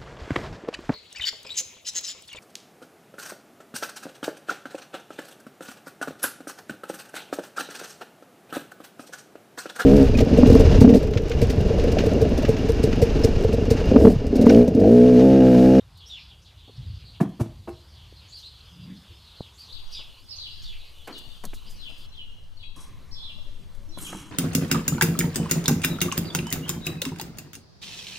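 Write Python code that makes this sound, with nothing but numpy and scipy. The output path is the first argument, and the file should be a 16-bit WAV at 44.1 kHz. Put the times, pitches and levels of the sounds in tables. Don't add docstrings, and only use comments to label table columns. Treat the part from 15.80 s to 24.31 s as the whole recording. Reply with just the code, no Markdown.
import sys
import numpy as np
from scipy import signal
from scipy.io import wavfile

SR = 44100
rng = np.random.default_rng(int(sys.argv[2]) if len(sys.argv) > 2 else 0)


def unload_audio(sound):
    columns = np.transpose(np.atleast_2d(sound))
    steps = np.round(np.clip(columns, -1, 1) * 32767)
    wavfile.write(sys.argv[1], SR, steps.astype(np.int16))


def gain_from_db(level_db):
    decades = np.asarray(level_db, float) / 20
    return 10 ** decades


N = 375279
SCENE_CHANGE_S = 6.961
GARDEN_FROM_S = 3.922


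def rms_one(x):
    return x / np.sqrt(np.mean(x ** 2) + 1e-20)


def clock(length_s):
    return np.arange(int(length_s * SR)) / SR


def in_time(rows):
    s, *columns = np.transpose(rows)
    return [np.interp(np.arange(N) / SR, s, column) for column in columns]


def add(track, start_s, sound):
    i = round(start_s * SR)
    track[..., i:i + sound.shape[-1]] += sound[..., :N - i]


def band(x, low_hz, high_hz):
    edges = [low_hz, min(high_hz, 0.45 * SR)]
    return signal.sosfilt(signal.butter(2, edges, "band", fs=SR, output="sos"), x)


def low_pass(x, order, hz):
    return signal.sosfilt(signal.butter(order, hz, fs=SR, output="sos"), x)


def resonate(x, hz, width_hz):
    r = np.exp(-np.pi * width_hz / SR)
    poles = [1, -2 * r * np.cos(2 * np.pi * hz / SR), r * r]
    return signal.lfilter(np.array([1, 0, -1]) * (1 - r * r) / 2, poles, x)


def drift(rate, size):
    at = np.arange(size) * rate * np.pi / SR
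    points = rng.standard_normal(int(at[-1]) + 2)
    return 1.2 * np.interp(at, np.arange(len(points)), points)


def coloured(spectrum, patchy_db):
    hz, db = np.transpose(spectrum)
    edges = np.geomspace(hz[0], hz[-1], int(2 * np.log2(hz[-1] / hz[0])) + 2)
    white = rng.standard_normal((2, N))
    out = 0
    for k, (low, high) in enumerate(zip(edges, edges[1:])):
        level_db = np.interp(np.log(low * high) / 2, np.log(hz), db)
        out = out + gain_from_db(level_db + patchy_db * drift(4.8, N)) * band(white[k % 2], low, high)
    return rms_one(out)


def swell(t, rise_s, t60_s):
    return np.minimum(t / rise_s, 1) * gain_from_db(-60 * np.maximum(t - rise_s, 0) / t60_s)


def echo(x, t60, wet_db):
    t = clock(1.2)
    response = rng.standard_normal(len(t)) * gain_from_db(-60 * t / t60) * np.minimum(t / 0.0021, 1)
    return gain_from_db(wet_db) * signal.fftconvolve(x, response / np.linalg.norm(response))[:N]


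def pen_walls(x):
    return x + echo(x, t60=0.36, wet_db=-2.0)


def note(start_hz, end_hz, length_s, level_db, hoarse_hz, overtone_db):
    u = np.linspace(0, 1, int(length_s * SR) + 8)
    wobble = hoarse_hz * drift(500, len(u))
    phase = 2 * np.pi * np.cumsum(start_hz + (end_hz - start_hz) * u + wobble) / SR
    tone = np.sin(phase) + gain_from_db(overtone_db) * np.sin(2 * phase)
    return gain_from_db(level_db) * np.sin(np.pi * u) ** 0.35 * tone


def thud(low_hz, high_hz, rise_s, t60_s):
    t = clock(0.6)
    dull = signal.lfilter([1], [1, -0.9], rng.standard_normal(len(t)))
    return swell(t, rise_s, t60_s) * rms_one(band(band(dull, low_hz, high_hz), low_hz, high_hz))


# start_s, thump_hz, thump_db, plank_db, claw_scuff_db
PAW_LANDINGS = [(1.401, 249, -32, -21.5, -43.5), (1.406, 177, -8, -19.5, -44.5),
                (1.422, 283, -20, -30, -52), (1.451, 156, -24, -40, -74), (1.483, 170, -27.5, -56, -63),
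                (1.592, 227.6, -21, -36.5, -50), (1.598, 197, -17, -30, -43.5),
                (1.606, 118.4, -13.5, -27, -42), (1.636, 199, -40, -48, -55),
                (1.654, 209, -33.5, -45.5, -80), (1.873, 636, -36.5, -34, -58), (1.884, 364, -33, -33, -53),
                (1.928, 89.5, -33.5, -58, -71)]
# pitch_hz, level_db, t60_s
FOREPAW_MODES = [(263, -3, 0.078), (345, -3, 0.094), (465, -16, .05), (570, -16, 0.043), (697, -6.5, 0.055),
                 (790, -21, 0.037), (1016, -14.5, 0.08), (1200, -31, .025), (1430, -20, .02),
                 (1700, -28, .018), (2450, -33, 0.011)]
# pitch_hz, level_db, t60_s
HIND_PAW_MODES = [(109, 5, 0.17), (207, -12, .15), (250, -4.5, 0.088), (334.3, -0.5, 0.23),
                  (487, -17, 0.11), (630, -31, .1), (826, -26, 0.17), (940, -33, 0.097), (1217, -33, .08),
                  (1685, -27, .08), (2180, -25, .03)]
# pitch_hz, level_db, t60_s
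EDGE_MODES = [(255, -4, .06), (347, 1.5, 0.2), (475, -6.5, 0.054), (605, -9, 0.027), (782, -5.5, 0.043),
              (943, -16, 0.056), (1200, -37, .06), (1500, -38, .04), (1938, -25, .03), (2600, -17, .03)]
HIND_FROM_S, EDGE_FROM_S = 1.55, 1.8
CONTACT_S = 0.01243
LONGEST_RING_CYCLES = 48
RATTLE_DB, RATTLE_T60_S = -19, 0.16


def plank_table():
    out, t = np.zeros(N), clock(0.4)
    for start_s, thump_hz, thump_db, plank_db, scuff_db in PAW_LANDINGS:
        swing = np.exp(-((t / CONTACT_S - 1) / 0.5) ** 2) * np.sin(2 * np.pi * thump_hz * t)
        add(out, start_s, gain_from_db(thump_db) * swing)

        press = np.sin(np.pi * np.minimum(t / CONTACT_S, 1))
        jolts = press * band(rng.standard_normal(len(t)), 70, 1150)
        if start_s < HIND_FROM_S:
            modes = FOREPAW_MODES
        elif start_s < EDGE_FROM_S:
            modes = HIND_PAW_MODES
        else:
            modes = EDGE_MODES
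        for hz, mode_db, t60_s in modes:
            damped_s = min(t60_s, LONGEST_RING_CYCLES / hz)
            ring = resonate(jolts, hz, np.log(1000) / np.pi / damped_s)
            add(out, start_s, gain_from_db(plank_db + mode_db) * ring / np.abs(ring).max())

        dull = signal.lfilter([1], [1, -0.93], rng.standard_normal(len(t)))
        rattle = band(dull, 210, 1700) * gain_from_db(3.6 * drift(44, len(t)))
        add(out, start_s, gain_from_db(plank_db + RATTLE_DB) * rms_one(rattle) * swell(t, 0.0068, RATTLE_T60_S))

        scuff = band(rng.standard_normal(len(t)), 1200, 12500)
        add(out, start_s, gain_from_db(scuff_db) * scuff * swell(t, 0.0097, 0.081))
    near_walls = band(echo(out, t60=0.32, wet_db=-8.5), 220, 5600)
    return out + near_walls + gain_from_db(-14.5) * echo(out, t60=0.45, wet_db=-2.5)


# start_s, level_db, front_cavity_hz, throat_db
HISS_COURSE = [
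    (8.17, -57, 8480, -77),
    (8.185, -48, 8200, -46),
    (8.22, -38, 7900, -47.5),
    (8.28, -41, 6580, -47.5),
    (8.33, -45, 5900, -42),
    (8.41, -47.5, 6200, -45.5),
    (8.44, -55.5, 6040, -47.5),
    (8.51, -57, 5940, -53),
]
# pitch_hz, width_hz, level_db
THROAT_MODES = [(185, 84, 4.5), (298, 75, 6), (1080, 930, 3), (2170, 220, -6), (2950, 700, -1.5),
                (3900, 500, -7.5)]
# start_s, level_db
BREATH_PUFFS = [(8.188, 7), (8.2, 1), (8.22, 2), (8.233, 3), (8.281, 3), (8.296, 3), (8.357, 2), (8.405, 0)]
PUFF_S = 0.0024


def hiss():
    start = int(HISS_COURSE[0][0] * SR)
    level_db, front_hz, throat_db = (curve[start:] for curve in in_time(HISS_COURSE))
    size = N - start
    t = np.arange(start, N) / SR
    breath = rng.standard_normal(size) * gain_from_db(1.5 * drift(90, size))
    breath = breath * gain_from_db(sum(db * np.exp(-((t - s) / PUFF_S) ** 2) for s, db in BREATH_PUFFS))

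    cavities = [(1.01, 1.12), (1.24, 0.91), (1.55, 0.6)]
    front = 0
    for hz in np.geomspace(5500, 13000, 26):
        near = sum(share * np.exp(-(np.log(front_hz * ratio / hz) / 0.12) ** 2) for ratio, share in cavities)
        clumps = gain_from_db(6.5 * drift(22, size))
        front = front + near * clumps * resonate(breath, hz, 210)
    shelf = 0.5 * band(band(breath, 3500, 14000), 3200, 13400) + 0.41 * band(breath, 2800, 6400)
    bright = low_pass(1.2 * front + shelf, 8, 13400)

    throat = 0
    for hz, width_hz, db in THROAT_MODES:
        throat = throat + gain_from_db(db) * rms_one(resonate(resonate(breath, hz, width_hz), hz, width_hz))
    return np.pad(gain_from_db(level_db - 5.0) * bright + gain_from_db(throat_db) * rms_one(throat), (start, 0))


# start_s, start_hz, end_hz, length_s, level_db
THROAT_MOANS = [
    (2.915, 159.5, 194.6, 0.15, -43.5),
    (3.076, 168, 193, 0.058, -37.5),
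    (3.294, 73, 68, .03, -40.5),
    (3.3, 345, 340, 0.035, -58.5),
]


def moans():
    out = np.zeros(N)
    for start_s, *glide in THROAT_MOANS:
        add(out, start_s, note(*glide, hoarse_hz=29.9, overtone_db=-40))
    return pen_walls(out)


# start_s, level_db, middle_hz, t60_s
SOFT_GRUNTS = [(0.955, -35.5, 113, 0.22), (1.04, -36.5, 87, 0.4), (2.918, -44, 124, 0.58),
               (3.04, -45, 220, 0.4), (5.648, -37, 155, .078), (8.343, -40.5, 295, 0.092),
               (8.395, -40, 187, 0.069)]


def grunts():
    out, spread = np.zeros(N), 1.39
    for start_s, db, hz, t60_s in SOFT_GRUNTS:
        add(out, start_s, gain_from_db(db) * thud(hz / spread, hz * spread, 0.16 * t60_s, t60_s))
    return out


KNOCK_LOW_HZ, KNOCK_RISE_S = 170, 0.0039
# start_s, level_db, top_hz, t60_s
WOOD_AND_WIRE_KNOCKS = [(.877, -48.5, 900, 0.046), (.893, -43, 890, 0.026), (2.323, -49, 710, 0.02),
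                        (4.189, -50.5, 1520, 0.12), (5.272, -36.5, 3520, 0.22), (5.294, -43.5, 497, 0.43),
                        (5.636, -36, 2560, 0.082), (5.649, -51, 1183, .027), (5.731, -40.5, 3530, 0.042),
                        (6.094, -55.5, 1200, 0.25), (8.173, -40.5, 1570, 0.022), (8.328, -33, 3200, 0.027),
                        (8.36, -60, 1800, 0.31)]


def knocks():
    out = np.zeros(N)
    for start_s, db, top_hz, t60_s in WOOD_AND_WIRE_KNOCKS:
        add(out, start_s, gain_from_db(db) * thud(KNOCK_LOW_HZ, top_hz, KNOCK_RISE_S, t60_s))
    return out


# start_s, pitch_hz, level_db, t60_s
WIRE_RINGS = [(8.349, 193, -30, 0.13), (7.5, 620, -51, 0.019), (5.651, 184, -42, 0.074),
              (8.328, 790, -38, 0.023), (8.349, 890, -38, .03), (8.352, 318, -37.5, 0.13),
              (8.401, 170, -41, .08), (8.476, 200, -44, 0.066)]


def wire_rings():
    out, t = np.zeros(N), clock(0.3)
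    for start_s, hz, db, t60_s in WIRE_RINGS:
        add(out, start_s, gain_from_db(db - 60 * t / t60_s) * np.sin(2 * np.pi * hz * t))
    return out


# start_s, peak_db, pitch_hz
SHARP_PUSHES = [(3.6035, -20, 684), (5.636, -49, 1390), (5.651, -35, 510), (5.731, -37, 1400),
                (8.1725, -28, 1200), (8.193, -41, 600), (8.215, -41, 500), (8.296, -39, 800),
                (8.327, -23.5, 1450), (8.332, -33, 1200), (8.348, -29, 1100), (8.401, -36, 320)]


def taps():
    out = np.zeros(N)
    for start_s, db, hz in SHARP_PUSHES:
        cycles = np.arange(int(12 * SR / hz)) * hz / SR
        lead = np.exp(-((cycles - 1.6) / 0.7) ** 2)
        push = np.exp(-((cycles - 2.8) / 0.3) ** 2)
        rebound = np.exp(-((cycles - 4.4) / 1.03) ** 2)
        add(out, start_s, gain_from_db(db) * (0.24 * lead + push - 0.34 * rebound))
    return out


# level_db, low_hz, high_hz, length_s
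BRIGHT_WASH = (-55, 5200, 12200, .12)


def bright_wash():
    db, low_hz, high_hz, length_s = BRIGHT_WASH
    u = (np.arange(N) / SR - SCENE_CHANGE_S) / length_s
    white = rng.standard_normal(N) * gain_from_db(2.5 * drift(60, N))
    grain = band(band(white, low_hz, high_hz), low_hz, high_hz) + 2.2 * resonate(white, 6000, 900)
    return gain_from_db(db) * rms_one(grain) * (u > 0) * np.exp(-np.maximum(u, 0) ** 3)


# level_db, low_hz, high_hz, t60_s
DYING_HUM = (-58.5, 997, 1202, 2.2)


def dying_hum():
    out = np.zeros(N)
    db, low_hz, high_hz, t60_s = DYING_HUM
    add(out, SCENE_CHANGE_S, gain_from_db(db) * thud(low_hz, high_hz, KNOCK_RISE_S, t60_s))
    return out


# delay_s, start_hz, end_hz, length_s, level_db
CHEEP_SHAPE = [
    (0, 5400, 6100, .03, -9.5),
    (.03, 3900, 3300, .065, -1),
    (.085, 3130, 2500, .045, -6),
]
CHIRRUP_SHAPE = [
    (0, 5950, 7750, 0.054, -16),
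    (.045, 4310, 4950, .05, -2),
    (.07, 4600, 4190, 0.059, -2.5),
    (.105, 5230, 6400, .04, -15),
    (.152, 3730, 4350, .07, -1.5),
]
# start_s, pitch_factor, time_stretch, level_db
CHEEP_CALLS = [(.258, 0.98, 1.12, -38.5), (.622, 0.96, 0.81, -53.5), (4.119, 1, .85, -37.5),
               (4.814, 0.96, 1.27, -43)]
CHIRRUP_CALLS = [(2.477, 0.99, .98, -41), (3.73, 1, 1.05, -45)]
# start_s, middle_hz, length_s, level_db
FALLING_SLURS = [(0, 3560, 0.014, -52.5), (.15, 4060, 0.043, -56), (0.174, 4370, 0.053, -54),
                 (0.199, 3270, 0.061, -49.5), (0.452, 4430, 0.064, -60.5), (0.493, 3250, 0.058, -53),
                 (0.644, 4160, .06, -63.5), (0.775, 3520, 0.046, -55), (1.036, 3480, 0.044, -61),
                 (1.334, 2950, 0.042, -55), (1.333, 4070, 0.038, -57), (3.97, 3200, .04, -52),
                 (0.48, 3380, .04, -53.5), (0.963, 5000, .02, -56.5), (1.128, 4360, 0.055, -60),
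                 (1.19, 2850, 0.061, -56), (1.252, 4250, 0.058, -49), (1.655, 3530, 0.023, -59),
                 (2.07, 4720, 0.12, -59.5), (2.133, 3350, 0.15, -56.5), (2.357, 4260, 0.054, -52.5),
                 (2.404, 2930, 0.077, -56), (2.805, 4140, 0.013, -50), (3.245, 3200, 0.1, -56),
                 (3.419, 3830, 0.16, -53), (3.555, 4056, 0.094, -49.5), (3.619, 3270, 0.077, -51.5),
                 (6.354, 5130, 0.034, -62), (6.548, 5330, 0.028, -79), (6.634, 5200, 0.02, -73)]
RISING_SLURS = [(.84, 3400, 0.058, -54), (.895, 3850, 0.089, -58), (.925, 5370, 0.022, -73),
                (1.11, 4400, 0.077, -67), (4.065, 5570, 0.061, -61), (4.108, 3100, 0.013, -51),
                (1.919, 3900, 0.13, -60), (2.983, 3380, 0.073, -57), (3.16, 4400, 0.027, -53.5),
                (3.879, 3660, 0.0566, -48), (4.122, 4870, 0.051, -38.5), (5.744, 3930, 0.051, -53),
                (5.844, 3040, .05, -54.5), (5.86, 4770, 0.035, -50.5)]
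FALL_HZ_PER_S, RISE_HZ_PER_S = 7000, 5420
# start_s, start_hz, end_hz, length_s, level_db
QUICK_FLICKS = [(0.614, 5200, 7000, .03, -66), (0.658, 4700, 3500, 0.036, -59.5),
                (2.59, 5200, 7060, .02, -60), (3.13, 5670, 5750, 0.043, -68),
                (3.23, 2320, 2910, 0.026, -60), (4.818, 5930, 7480, 0.0154, -53),
                (4.84, 5120, 4000, .012, -41), (4.892, 3400, 2330, .055, -47)]


def sparrow_notes():
    notes = list(QUICK_FLICKS)
    for shape, calls in [(CHEEP_SHAPE, CHEEP_CALLS), (CHIRRUP_SHAPE, CHIRRUP_CALLS)]:
        for s, pitch, stretch, db in calls:
            for delay, start_hz, end_hz, length, note_db in shape:
                notes.append((s + stretch * delay, pitch * start_hz, pitch * end_hz, stretch * length, db + note_db))
    for glide, slurs in [(-FALL_HZ_PER_S, FALLING_SLURS), (RISE_HZ_PER_S, RISING_SLURS)]:
        for s, hz, length, db in slurs:
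            notes.append((s, hz - glide * length / 2, hz + glide * length / 2, length, db))
    return notes


def sparrows():
    out = np.zeros(N)
    for start_s, start_hz, end_hz, length_s, db in sparrow_notes():
        blur_hz = 170 + 18 * max(-44 - db, 0)
        add(out, start_s, note(start_hz, end_hz, length_s, db, blur_hz, overtone_db=-25.0))
    return pen_walls(out)


# start_s, level_db
FLOCK_LEVEL = [(0.0, -82), (0.21, -62.5), (0.36, -52), (0.6, -61.5), (1.39, -56.5), (1.62, -67.5),
               (2.58, -55.5), (3.3, -59.5), (4.06, -57), (4.17, -47.5), (4.45, -57.5), (4.73, -52.5),
               (5.15, -53.5), (5.61, -58), (6.04, -53.5), (6.255, -56), (6.275, -70)]


def far_flock():
    out = np.zeros(N)
    for when, pitch, fall, span, size in rng.random((700, 5)):
        hz = 2900 + 2200 * pitch ** 1.5
        end_hz = hz * (1.1 - 0.4 * fall)
        slur = note(hz, end_hz, 0.03 + 0.06 * span, 3.8 * size, hoarse_hz=168.0, overtone_db=-21.0)
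        add(out, when * N / SR, slur)
    smeared = band(out + echo(out, t60=0.6, wet_db=1), 2650, 5900)
    return gain_from_db(in_time(FLOCK_LEVEL)[0]) * rms_one(smeared)


# start_s, start_hz, end_hz, length_s, level_db
DOVE_COOS = [
    (7.575, 606, 581, 0.025, -58),
    (7.662, 582, 570, 0.034, -59),
    (7.74, 536, 497, 0.065, -61),
    (7.813, 423, 383, 0.045, -61),
    (7.874, 502, 585, 0.19, -61.5),
    (8.074, 295, 316, 0.066, -51),
]


def dove():
    out = np.zeros(N)
    for start_s, *glide in DOVE_COOS:
        add(out, start_s, note(*glide, hoarse_hz=40.3, overtone_db=-14))
    return pen_walls(out)


# delay_s, start_hz, end_hz, length_s, level_db
LIFT = [
    (0, 3950, 5260, 0.016, -6),
    (.011, 5330, 5370, 0.011, -2),
    (.026, 5300, 3950, .028, 2.5),
]
STAIR = [
    (0, 4620, 4490, 0.01, 1.03),
    (.023, 3925, 3950, 0.023, 2),
    (.042, 3550, 3350, .05, 0.5),
    (.075, 2945, 2600, 0.02, 1),
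]
TUMBLE = [
    (0, 5940, 5420, 0.016, -15),
    (.03, 4094, 3985, 0.048, -4.5),
    (.055, 3420, 3350, .05, 0),
    (.082, 3100, 2880, 0.0483, -1),
]
# start_s, time_stretch, level_db, swell_db (first to last note), pan_db (left minus right)
LIFTS = [(4.482, 0.97, -41, 2.5, -5.5)]
STAIRS = [(3.927, .55, -48, -14, 11.6), (4.596, 0.8, -43, -13, 3)]
TUMBLES = [(5.958, 1.04, -45, -2.5, 6.5), (8.089, 0.96, -48, -20, -4)]
# delay_s, start_hz, end_hz, length_s, level_db
CLIPPED = [(0, 4520, 4410, 0.011, 5), (.016, 3950, 3790, 0.014, 2), (.028, 2930, 2904, 0.031, 1.5),
           (.035, 3490, 3476, 0.034, 1), (.082, 2940, 2700, 0.0087, -3), (.172, 4400, 4680, .04, -12),
           (.198, 3650, 3550, 0.0276, -5), (.25, 3410, 3060, 0.021, -6.5)]
DROP = [(0, 4450, 4340, 0.019, -5.5), (.024, 3900, 3970, 0.033, -5), (.04, 3520, 3320, 0.025, -5),
        (.03, 2930, 2980, 0.019, -10), (.05, 4600, 4180, .014, -3), (.072, 3400, 3330, .018, 5.5),
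        (.074, 3060, 2410, 0.0173, 2), (.085, 3950, 3870, .035, 0)]
LONG = [(.004, 4000, 5400, 0.013, -3), (.012, 5500, 5100, 0.024, 1), (.031, 5300, 3900, 0.0115, -3),
        (.04, 3430, 3440, 0.1, -2), (.072, 3950, 4460, 0.0154, 0), (.118, 3980, 3980, 0.02, 2.5),
        (.13, 3700, 3300, .03, 2), (.165, 3454, 3236, 0.022, 1.5), (.182, 3070, 2644, 0.0195, 1)]
# start_s, time_stretch, level_db, swell_db, pan_db
PHRASES = [
    (CLIPPED, [(5.325, 0.87, -47, 0.0061, 7.1)]),
    (DROP, [(6.768, 0.82, -49, 0, 6.8)]),
    (LONG, [(7.307, 1.0, -44, 0, 1)]),
]
# start_s, start_hz, end_hz, length_s, level_db
LOOSE_WHISTLES = [(4.46, 4650, 4800, 0.033, -56), (4.555, 5700, 6540, 0.023, -47),
                  (4.583, 3800, 4630, 0.0098, -35), (4.6, 3980, 3980, .03, -42),
                  (4.649, 3370, 2690, 0.027, -41.5), (5.037, 2270, 2110, 0.032, -61),
                  (6.286, 5870, 5600, 0.012, -60), (6.318, 4130, 4040, 0.018, -51),
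                  (6.333, 3170, 3720, 0.028, -50.5), (6.37, 3360, 2887, 0.029, -42.5),
                  (6.398, 2895, 2875, 0.023, -43.5), (6.4, 4100, 4080, 0.022, -61),
                  (6.067, 2924, 2526, 0.019, -43), (8.246, 3440, 3016, 0.0152, -39),
                  (8.263, 3166, 2450, 0.0136, -39)]


def song_notes():
    notes = [(*row, 1.5) for row in LOOSE_WHISTLES]
    for motif, times in [(LIFT, LIFTS), (STAIR, STAIRS), (TUMBLE, TUMBLES)] + list(PHRASES):
        last_delay = motif[-1][0]
        for s, stretch, db, swell_db, pan_db in times:
            for delay, start_hz, end_hz, length, note_db in motif:
                level_db = db + note_db + swell_db * (delay / last_delay - 0.5)
                notes.append((s + stretch * delay, start_hz, end_hz, stretch * length, level_db, pan_db))
    return notes


EAR_LAG_S = 0.00002


def songbird():
    song = np.zeros((2, N))
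    for start_s, start_hz, end_hz, length_s, db, pan_db in song_notes():
        whistle = note(start_hz, end_hz, length_s, db, hoarse_hz=100, overtone_db=-42)
        add(song, start_s, whistle * gain_from_db([[pan_db / 2], [-pan_db / 2]]))
    song[1] = -np.interp(np.arange(N) - EAR_LAG_S * SR, np.arange(N), song[1])
    wet = []
    for side in song:
        far_side = band(band(side, 2000, 5570), 2000, 5700)
        wet.append(echo(side, t60=0.31, wet_db=0.5) + echo(far_side, t60=1.05, wet_db=2.0))
    return song + np.array(wet)


# start_s, level_db
GUST_LEVEL = [(3.92, -36.5), (4.06, -30.5), (4.52, -47.5), (4.86, -26), (5.31, -44.5), (5.73, -24.5),
              (5.95, -34.5), (7.96, -30), (8.51, -41)]


def gusts():
    ports = []
    for _ in range(2):
        white = rng.standard_normal(N)
        ports.append(rms_one(band(band(band(white, 1.75, 15.1), 2.67, 24.7), 5.77, 30.6)))
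    left, right = ports
    return gain_from_db(in_time(GUST_LEVEL)[0] - 3.5) * np.array([left, 0.2 * left + 0.5 * right])


# pitch_hz, level_db (per Hz)
GARDEN_SPECTRUM = [(30, -19), (60, -16), (130, -31), (500, -35), (800, -41), (1100, -31.5), (1400, -46),
                   (2000, -44), (2400, -34)]


def garden_drone():
    return gain_from_db(-69.5) * np.array([coloured(GARDEN_SPECTRUM, patchy_db=7.0) for _ in range(2)])


def garden():
    return (songbird() + garden_drone() + gusts()) * (np.arange(N) > GARDEN_FROM_S * SR)


# start_s, level_db
STIR_LEVEL = [(0, -64.5), (3.7, -62), (4.2, -63), (5.2, -63), (5.35, -57.5), (5.6, -63), (6.05, -62),
              (6.26, -60), (6.27, -64), (6.955, -67), (6.965, -56.5), (7.4, -62.5), (8.51, -61)]
# rustle_db, growth_db_per_s, drone_over_air_db
STAGE_LEVELS = [
    (-74, 1.45, -9.5),
    (-65, -2.2, -1),
    (-73.5, -5, -0.5),
    (-71.5, 0.1, 2),
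]
STAGE_STARTS = [0, 5.27, 6.265, 6.96]


def pen_levels():
    t, air_db = np.arange(N) / SR, in_time(STIR_LEVEL)[0]
    stage = np.searchsorted(STAGE_STARTS[1:], t)
    rustle_db, growth, drone_db = np.transpose(STAGE_LEVELS)[:, stage]
    return air_db, rustle_db + growth * (t - np.array(STAGE_STARTS)[stage]), air_db + drone_db


# start_s, level_db, rise_s, t60_s
DRY_SCUFFS = [(.17, -62, 0.0054, 0.055), (.27, -65, 0.011, 0.16), (2.56, -64, .03, 0.18),
              (3.78, -63, 0.013, 0.23), (3.88, -74, .04, .3), (4.108, -63, 0.012, 0.24),
              (4.82, -67, .01, 0.16), (5.273, -49, 0.0023, 0.054), (5.375, -52.5, 0.0087, 0.049),
              (5.637, -48, 0.0013, 0.07), (5.734, -51.5, 0.013, 0.095), (5.89, -55, 0.02, 0.12),
              (6.09, -68, 0.0089, 0.045), (6.175, -65, 0.0055, 0.22), (5.387, -51, 0.0015, 0.026),
              (5.651, -35.5, 0.0015, 0.023), (7.945, -66, 0.0065, 0.037), (5.18, -70, .004, 0.028),
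              (5.214, -75, 0.0036, 0.018), (8.174, -58, .002, .02), (6.962, -58, .001, .03)]
# pitch_hz, level_db (per Hz)
RUSTLE_SPECTRUM = [(2000, -27), (4000, 4), (6500, 7), (10000, 5), (13500, 4), (15700, -20)]


def dry_rustle(rustle_db):
    flare, t = gain_from_db(rustle_db), clock(0.6)
    for start_s, db, rise_s, t60_s in DRY_SCUFFS:
        add(flare, start_s, gain_from_db(db) * swell(t, rise_s, t60_s))
    return gain_from_db(1.5) * flare * coloured(RUSTLE_SPECTRUM, patchy_db=0.3)


# pitch_hz, level_db (per Hz)
AIR_SPECTRUM = [(150, -12), (350, 0), (750, -1.5), (980, 0.5), (1500, -4.5), (2300, -6), (4500, -9),
                (7000, -12.5), (9000, -30)]


def pen_air(air_db):
    return gain_from_db(air_db + 0.5) * coloured(AIR_SPECTRUM, patchy_db=2.3)


def pen_drone(drone_db):
    return gain_from_db(drone_db + 3.1 * drift(9.3, N)) * rms_one(band(rng.standard_normal(N), 91, 243))


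# start_s, level_db
RUMBLE_LEVEL = [(0.0, -55), (0.45, -57.5), (0.95, -55), (1.07, -41), (1.44, -60.5), (1.82, -48),
                (2.05, -56.5), (2.32, -51.5), (2.63, -60), (2.82, -55), (3.32, -62.5), (4.15, -59.5),
                (4.36, -66.5), (4.79, -55.5), (5.07, -62), (6.87, -59.5), (7.18, -57), (8.51, -57.5)]
# pitch_hz, level_db (per Hz)
RUMBLE_SPECTRUM = [(15, -17), (25, -31), (59, 11.5), (89, -2.5), (114, 7.5), (177, -25), (300, -53),
                   (390, -54), (660, -120)]


def far_rumble():
    return gain_from_db(in_time(RUMBLE_LEVEL)[0] + 5.0) * coloured(RUMBLE_SPECTRUM, patchy_db=1.5)


def scene():
    air_db, rustle_db, drone_db = pen_levels()
    cat = plank_table() + hiss() + moans() + grunts()
    contacts = knocks() + wire_rings() + taps() + bright_wash() + dying_hum()
    birds = sparrows() + far_flock() + dove()
    background = dry_rustle(rustle_db) + pen_air(air_db) + pen_drone(drone_db) + far_rumble()
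    return cat + contacts + birds + background + garden()


def top_cut(x):
    return signal.sosfilt(signal.butter(12, 16360, fs=SR, output="sos"), x)


def record(dry):
    pen_alone = low_pass(dry, 12, 14500)
    with_garden = low_pass(dry, 12, 14900)
    mix = np.where(np.arange(N) < GARDEN_FROM_S * SR, pen_alone, with_garden)
    return top_cut(mix)


dry = scene()
out = record(dry)
unload_audio(out)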